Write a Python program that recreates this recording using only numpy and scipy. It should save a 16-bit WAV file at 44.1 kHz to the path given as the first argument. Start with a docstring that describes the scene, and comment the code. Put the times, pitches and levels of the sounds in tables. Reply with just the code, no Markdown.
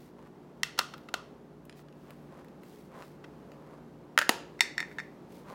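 """A craft table in a small room, heard close up from one microphone above the table top.
Ventilation and mains hum lie underneath; skin slides on plastic and sleeves brush the table edge.
The case of a plastic ink pad clicks in the hands, and the tacky pad ticks as it is dabbed on clear stamps.
Then pad and lid are put down: each blow rings the plastic shell and thuds in the table, the pad bounces,
the lid rocks to rest, and the walls answer briefly."""
import sys
import numpy as np
from scipy import signal
from scipy.fft import rfft, irfft, next_fast_len
from scipy.io import wavfile
from scipy.ndimage import map_coordinates

SR = 44100
rng = np.random.default_rng(int(sys.argv[2]) if len(sys.argv) > 2 else 0)


def int16_out(signal):
    """Quantize to a 16-bit WAV file."""
    q = np.round(np.clip(np.atleast_2d(signal).T, -1, 1) * 32767)
    wavfile.write(sys.argv[1], SR, q.astype(np.int16))


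N = 244311
HIT_SAMPLES = 4096


def amp(db):
    """Decibels to gain."""
    return 10 ** (np.asarray(db) / 20)


def unit(x):
    """Scale to rms 1."""
    return x / np.sqrt(np.mean(x ** 2) + 1e-20)


def sized(x, db):
    """Scale a short sound to the energy of 5 ms at this level."""
    return x * amp(db) * np.sqrt(0.005 * SR / np.sum(x ** 2))


def add(track, time, x):
    """Mix x into the track at a time in seconds."""
    part = track[round(time * SR):][:len(x)]
    part += x[:len(part)]


def along(points, hz):
    """Interpolate (frequency, value) points on a log frequency axis."""
    freqs, values = np.transpose(points)
    return np.interp(np.log(hz + 1), np.log(freqs + 1), values)


def wobble(rate):
    """A smooth random curve, rate knots a second."""
    knots = rng.standard_normal(int(N * rate / SR) + 4)
    return map_coordinates(knots, [np.arange(N) * rate / SR])


def filtered(x, response):
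    """Pass x through a complex frequency response."""
    size = next_fast_len(2 * len(x))
    return irfft(rfft(x, size) * response(np.fft.rfftfreq(size, 1 / SR)), size)[:len(x)]


def band(x, edges_hz, kind, order):
    """Causal Butterworth filter."""
    return signal.sosfilt(signal.butter(order, edges_hz, kind, fs=SR, output='sos'), x)


def noise(spectrum):
    """Coloured noise of rms 1."""
    return unit(filtered(rng.standard_normal(N), lambda hz: amp(along(spectrum, hz))))


def resonance(f, hz, width):
    """One damped mode, gain 1 at its centre."""
    return 1j * f * width / (hz * hz - f * f + 1j * f * width)


def ring(x, modes):
    """x drives an object's modes; heard near the struck spot they cancel in the gaps between them."""
    return filtered(x, lambda f: sum(amp(db) * resonance(f, hz, width) for hz, width, db in modes))


# ventilation noise in the room: (frequency [Hz], relative density [dB])
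AIR_SPECTRUM = [(25, -35), (45, -24.5), (60, -16.5), (100, -16.5), (160, -6), (250, -8), (400, -9),
                (600, -14), (900, -17), (1400, -25), (2300, -33.5), (5000, -41), (9000, -48),
                (16000, -49.5)]
# hum lines of mains and fan: (frequency [Hz], relative level [dB])
HUM_LINES = [(59.5, -68.5), (149, -57.5), (186, -62), (237.5, -59), (296.8, -59), (356.2, -59.5),
             (415, -61), (546, -66.5)]


def room_tone():
    """Behind everything, soft ventilation noise and slightly unsteady hum."""
    t = np.arange(N) / SR
    hum = np.zeros(N)
    for hz, db in HUM_LINES:
        hum += amp(db + 1.9 * wobble(3)) * np.sin(2 * np.pi * hz * t + 0.35 * wobble(3.7))
    air = amp(-54 + 1.2 * wobble(2.4)) * noise(AIR_SPECTRUM)
    return amp(-0.5) * hum + air


# reverberation of the small room: (frequency [Hz], time to fall 60 dB [s])
ROOM_DECAY = [(200, 0.63), (1000, 0.44), (2500, 0.47), (6000, .38), (14000, 0.21)]


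def room(x, early_db, tail_db, early_t60):
    """Reflections at the microphone: quick scatter off the near table top, a tail from the walls."""
    hz, frame_times, spectra = signal.stft(rng.standard_normal(SR // 2), SR, nperseg=256)
    decay = amp(-60 * frame_times / along(ROOM_DECAY, hz)[:, None])
    tail = signal.istft(spectra * decay, SR, nperseg=256)[1]
    t = np.arange(len(tail)) / SR
    early = rng.standard_normal(len(t)) * amp(-60 * t / early_t60)
    onset = 1 - np.exp(-(t / 0.0007) ** 2)
    echoes = amp(early_db) * early / np.linalg.norm(early) + amp(tail_db) * tail / np.linalg.norm(tail)
    return signal.fftconvolve(x, onset * echoes)[:N]


def strokes(rows, rise, steepness):
    """Gain of sliding: each stroke speeds up for a share (rise) of its length, then slows to rest."""
    t, gain = np.arange(N) / SR, np.zeros(N)
    for start, length, db in rows:
        effort = np.interp(t, [start, start + rise * length, start + length], [0, 1, 0])
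        gain += amp(db) * np.sin(np.pi / 2 * effort) ** steepness
    return gain


# hiss of skin on plastic: (frequency [Hz], relative density [dB])
SKIN_SPECTRUM = [(1180, -24), (2000, -3.5), (2760, -9), (4230, -8), (7380, -13.5), (14800, -14),
                 (16000, -12)]
# slides of the hands: (time [s], length [s], top level [dB])
SKIN_SLIDES = [(-0.08, 0.21, -65), (0.73, 0.41, -73), (1.75, 0.086, -63.5), (1.92, 0.45, -72),
               (2.6, 0.33, -64.5), (2.94, 0.24, -65), (4.83, 0.27, -71), (5.28, 0.18, -64),
               (5.47, 0.1, -68)]


def skin():
    """Skin slides over the plastic with a faint, grainy hiss."""
    motion = strokes(SKIN_SLIDES, rise=0.34, steepness=0.91)
    return motion * unit(noise(SKIN_SPECTRUM) * amp(2.1 * wobble(250)))


def stick_slip(slips_per_s, rate_swing, depth):
    """Cloth catches and lets go: a gain that jumps at each release and dies down before the next."""
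    cycles = np.cumsum(slips_per_s * np.exp(rate_swing * wobble(40))) / SR
    return 1 - depth + depth * unit(amp(-26 * (cycles % 1)))


# rub of cloth on the table: (frequency [Hz], relative density [dB])
CLOTH_SPECTRUM = [(350, -19), (520, 5.5), (750, -4.5), (1000, 2), (1350, -6.5), (1650, -9.5), (3000, -22),
                  (5000, -30), (12000, -36), (16000, -57)]
# passes of the sleeves: (time [s], length [s], top level [dB])
SLEEVE_BRUSHES = [(0.15, 0.14, -58.5), (2.02, 0.12, -58.5), (2.27, 0.16, -55.5), (2.885, 0.17, -48.5),
                  (3.45, 0.397, -60), (5.44, 0.11, -49.5)]


def sleeves():
    """Sleeves brush the table edge in small uneven catches."""
    motion = strokes(SLEEVE_BRUSHES, rise=0.8, steepness=0.74)
    rub = noise(CLOTH_SPECTRUM) * stick_slip(slips_per_s=190, rate_swing=0.12, depth=0.68)
    return motion * unit(rub * amp(1.9 * wobble(60)))


def contact(length, grit, rise):
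    """A sharp push and a scatter of tiny slips that swells over a share (rise) of its length, then dies."""
    progress = np.arange(HIT_SAMPLES) / SR / length
    swell = 1 - np.exp(-(progress / rise) ** 2)
    slips = rng.standard_normal(HIT_SAMPLES) * amp(-20 * progress) * swell
    return (progress == 0) + grit * slips / np.linalg.norm(slips)


# modes of the pad's base, dabbed here and put down later: (frequency [Hz], width [Hz], gain [dB])
PAD_MODES = [(596, 110, -5), (937, 81, -5.5), (1357, 190, -5), (1783, 480, -4), (2800, 1000, -7.5),
             (3900, 800, -12.5), (4780, 1000, -12.5), (6730, 930, -11), (8980, 1600, -13),
             (10700, 1300, -17), (13900, 1500, -22)]
# light touches on the pad: (time [s], tap level [dB], crackle level [dB])
PAD_TOUCHES = [(0.98, -52.5, -57.5), (1.653, -60, -58.5), (1.696, -48, -64), (1.726, -56, -72),
               (1.793, -57.5, -74), (1.885, -59.5, -78), (1.926, -62, -83), (2.106, -50.5, -52.5),
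               (2.446, -57.5, -61), (2.484, -58.5, -64), (2.634, -54, -58.5), (3.023, -50.5, -61),
               (3.518, -53, -61)]


def ticks():
    """Fingers and tacky ink tick on the pad: a dull tap and a fine sticky crackle."""
    out = np.zeros(N)
    for time, tap_db, crackle_db in PAD_TOUCHES:
        touch = contact(length=0.0036, grit=3.1, rise=0.086)
        tap = band(ring(touch, PAD_MODES), 2700, 'low', order=1)
        crackle = band(touch, 4800, 'high', order=2)
        add(out, time, sized(tap, tap_db) + sized(crackle, crackle_db))
    return out + room(out, early_db=-13.5, tail_db=-8.5, early_t60=0.036)


# modes of the table top below the microphone: (frequency [Hz], width [Hz], gain [dB])
TABLE_MODES = [(250, 100, -13.5), (360, 150, -2), (460, 150, 0), (600, 110, -8)]


def knock(hit, push, modes, focus_db, focus_width_hz, fizz_db):
    """The shell rings, most near the struck spot's note; hard blows crack and fizz, flat ones thud."""
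    _, level_db, bright_db, note_hz, _ = hit
    flat_note_hz, crack_from_hz, fizz_from_hz = 920, 2450, 7000
    # contacts smaller than a full, flat blow sound higher and thud less: 31 dB an octave
    thud_db = -2.5 - 31 * np.log2(note_hz / flat_note_hz)
    thud = sized(band(ring(push, TABLE_MODES), [190, 800], 'band', order=3), thud_db)
    shell = ring(push, modes)
    spot = filtered(shell, lambda f: 1 + amp(focus_db) * resonance(f, note_hz, focus_width_hz))
    radiated = band(spot, max(340, 0.37 * note_hz), 'high', order=4)  # a small shell gives little bass
    body = sized(band(radiated, crack_from_hz, 'low', order=4), 0)
    crack = sized(band(shell, [crack_from_hz, fizz_from_hz], 'band', order=4), bright_db)
    fizz = sized(band(shell, fizz_from_hz, 'high', order=5), fizz_db + 1.35 * bright_db)
    return amp(level_db) * (thud + body + crack + fizz)


def knocks(hits, modes, grit, rise, **tone):
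    """An object's blows: jagged straight to the microphone, smoother as spread in all directions."""
    direct, spread = np.zeros((2, N))
    for hit in hits:
        time, length = hit[0], hit[-1]
        add(direct, time, knock(hit, contact(length, grit, rise), modes, **tone))
        add(spread, time, knock(hit, signal.unit_impulse(HIT_SAMPLES), modes, **tone))
    return direct, spread


# modes of the case, damped by the hands: (frequency [Hz], width [Hz], gain [dB])
CASE_MODES = [(772, 210, -17.5), (990, 89, -5.5), (1200, 110, -8.5), (1390, 270, 2), (2030, 430, -3),
              (2780, 300, -4), (3236, 570, 3), (3680, 440, -4.5), (4230, 380, 3), (5280, 450, -4),
              (7630, 1940, -18.5), (12860, 9200, -27.5)]
# its modes that ring on after a snap: (frequency [Hz], width [Hz], gain [dB])
CASE_AFTER_RING = [(1230, 11, 0.5), (2680, 11, 6.5), (3690, 14, 1)]
# clicks in the hands: (time [s], body level [dB], brightness [dB], note [Hz], contact length [s])
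CASE_CLICKS = [(0.6325, -25.5, -1, 1930, 0.0025), (0.778, -41, -5, 1260, 0.011),
               (0.7895, -22.5, -1, 1230, 0.0052), (0.7985, -35, -15, 1210, 0.0021),
               (0.808, -32.5, -22, 1300, 0.014), (0.9375, -40.5, -9.5, 1350, 0.007),
               (1.087, -44.5, -10.5, 1320, 0.0071), (1.1402, -26.5, -6, 1150, 0.0044),
               (3.2415, -48, -10, 1620, 0.0089)]


def case():
    """The lid scrapes and snaps over the rim of the hand-held case; a few modes ring on."""
    direct, spread = knocks(CASE_CLICKS, CASE_MODES, grit=2.26, rise=0.19,
                            focus_db=14, focus_width_hz=470, fizz_db=-7.5)
    reflections = room(spread, early_db=-19.5, tail_db=-13.5, early_t60=0.06)
    return direct + ring(spread, CASE_AFTER_RING) + reflections


# modes of the lid as it strikes: (frequency [Hz], width [Hz], gain [dB])
LID_MODES = [(960, 110, -12), (1466, 120, -17), (1948, 396, 1), (3636, 160, -2.5), (4380, 230, -6),
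             (5370, 170, -6.5), (6300, 110, -14), (7330, 510, -13), (8170, 140, -26), (9600, 640, -21),
             (10700, 800, -27.5)]
# its modes that ring on, free of the table: (frequency [Hz], width [Hz], gain [dB])
LID_AFTER_RING = [(1860, 22, -5), (3650, 14, -5.5), (4600, 24, -4.5), (5400, 15, 1), (6210, 9, 6),
                  (7150, 14, 0), (8200, 12, 7), (10070, 18, 2)]
# the lid on the table: (time [s], body level [dB], brightness [dB], note [Hz], contact length [s])
LID_KNOCKS = [(4.592, -45, -10, 1900, 0.0079), (4.6072, -18.5, -0.5, 2020, 0.0023),
              (4.7798, -26, -9, 1810, 0.0029), (4.7925, -37, -17, 1950, 0.0076),
              (4.8033, -30, -6.5, 1840, 0.0032), (4.8275, -34.5, -17, 1780, 0.0041),
              (4.914, -48, -15.5, 1480, 0.023), (4.9848, -32, -15, 1790, 0.0034),
              (4.9928, -39, -10.5, 1900, 0.0041), (5.0005, -36, -13, 1837, 0.0013)]


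def lid():
    """The thin empty lid touches down, drops and rocks, ringing clearly between contacts."""
    direct, spread = knocks(LID_KNOCKS, LID_MODES, grit=1.3, rise=0.079,
                            focus_db=-1.0, focus_width_hz=330, fizz_db=-12.5)
    reflections = room(spread, early_db=-7.5, tail_db=-13, early_t60=0.067)
    return direct + ring(spread, LID_AFTER_RING) + reflections


# the pad on the table: (time [s], body level [dB], brightness [dB], note [Hz], contact length [s])
PAD_KNOCKS = [(4.1771, -15, -13, 1660, 0.0024), (4.1884, -20, -5.5, 1560, 0.005),
              (4.2146, -27.5, -11, 1590, 0.0046), (4.2197, -29, -12.5, 1500, 0.0052),
              (4.228, -35, -14.5, 1680, .003), (4.2926, -18.5, -3, 920, 0.0058)]


def pad():
    """The pad's stiff base lands on a corner, bounces and falls flat in clean, short blows."""
    direct, spread = knocks(PAD_KNOCKS, PAD_MODES, grit=1.0, rise=0.12,
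                            focus_db=11, focus_width_hz=250, fizz_db=-4.5)
    return direct + room(spread, early_db=-14, tail_db=-12.5, early_t60=0.055)


def scene():
    """Everything in mono, from close above the table."""
    return (case() + pad() + lid() + ticks() + skin() + sleeves() + room_tone())[None]


def record(dry):
    """The camera's microphone channel keeps nothing above its band limit."""
    top_hz = 16300
    return np.array([filtered(x, lambda hz: 1 / (1 + (hz / top_hz) ** 100)) for x in dry])


dry = scene()
out = record(dry)
int16_out(out)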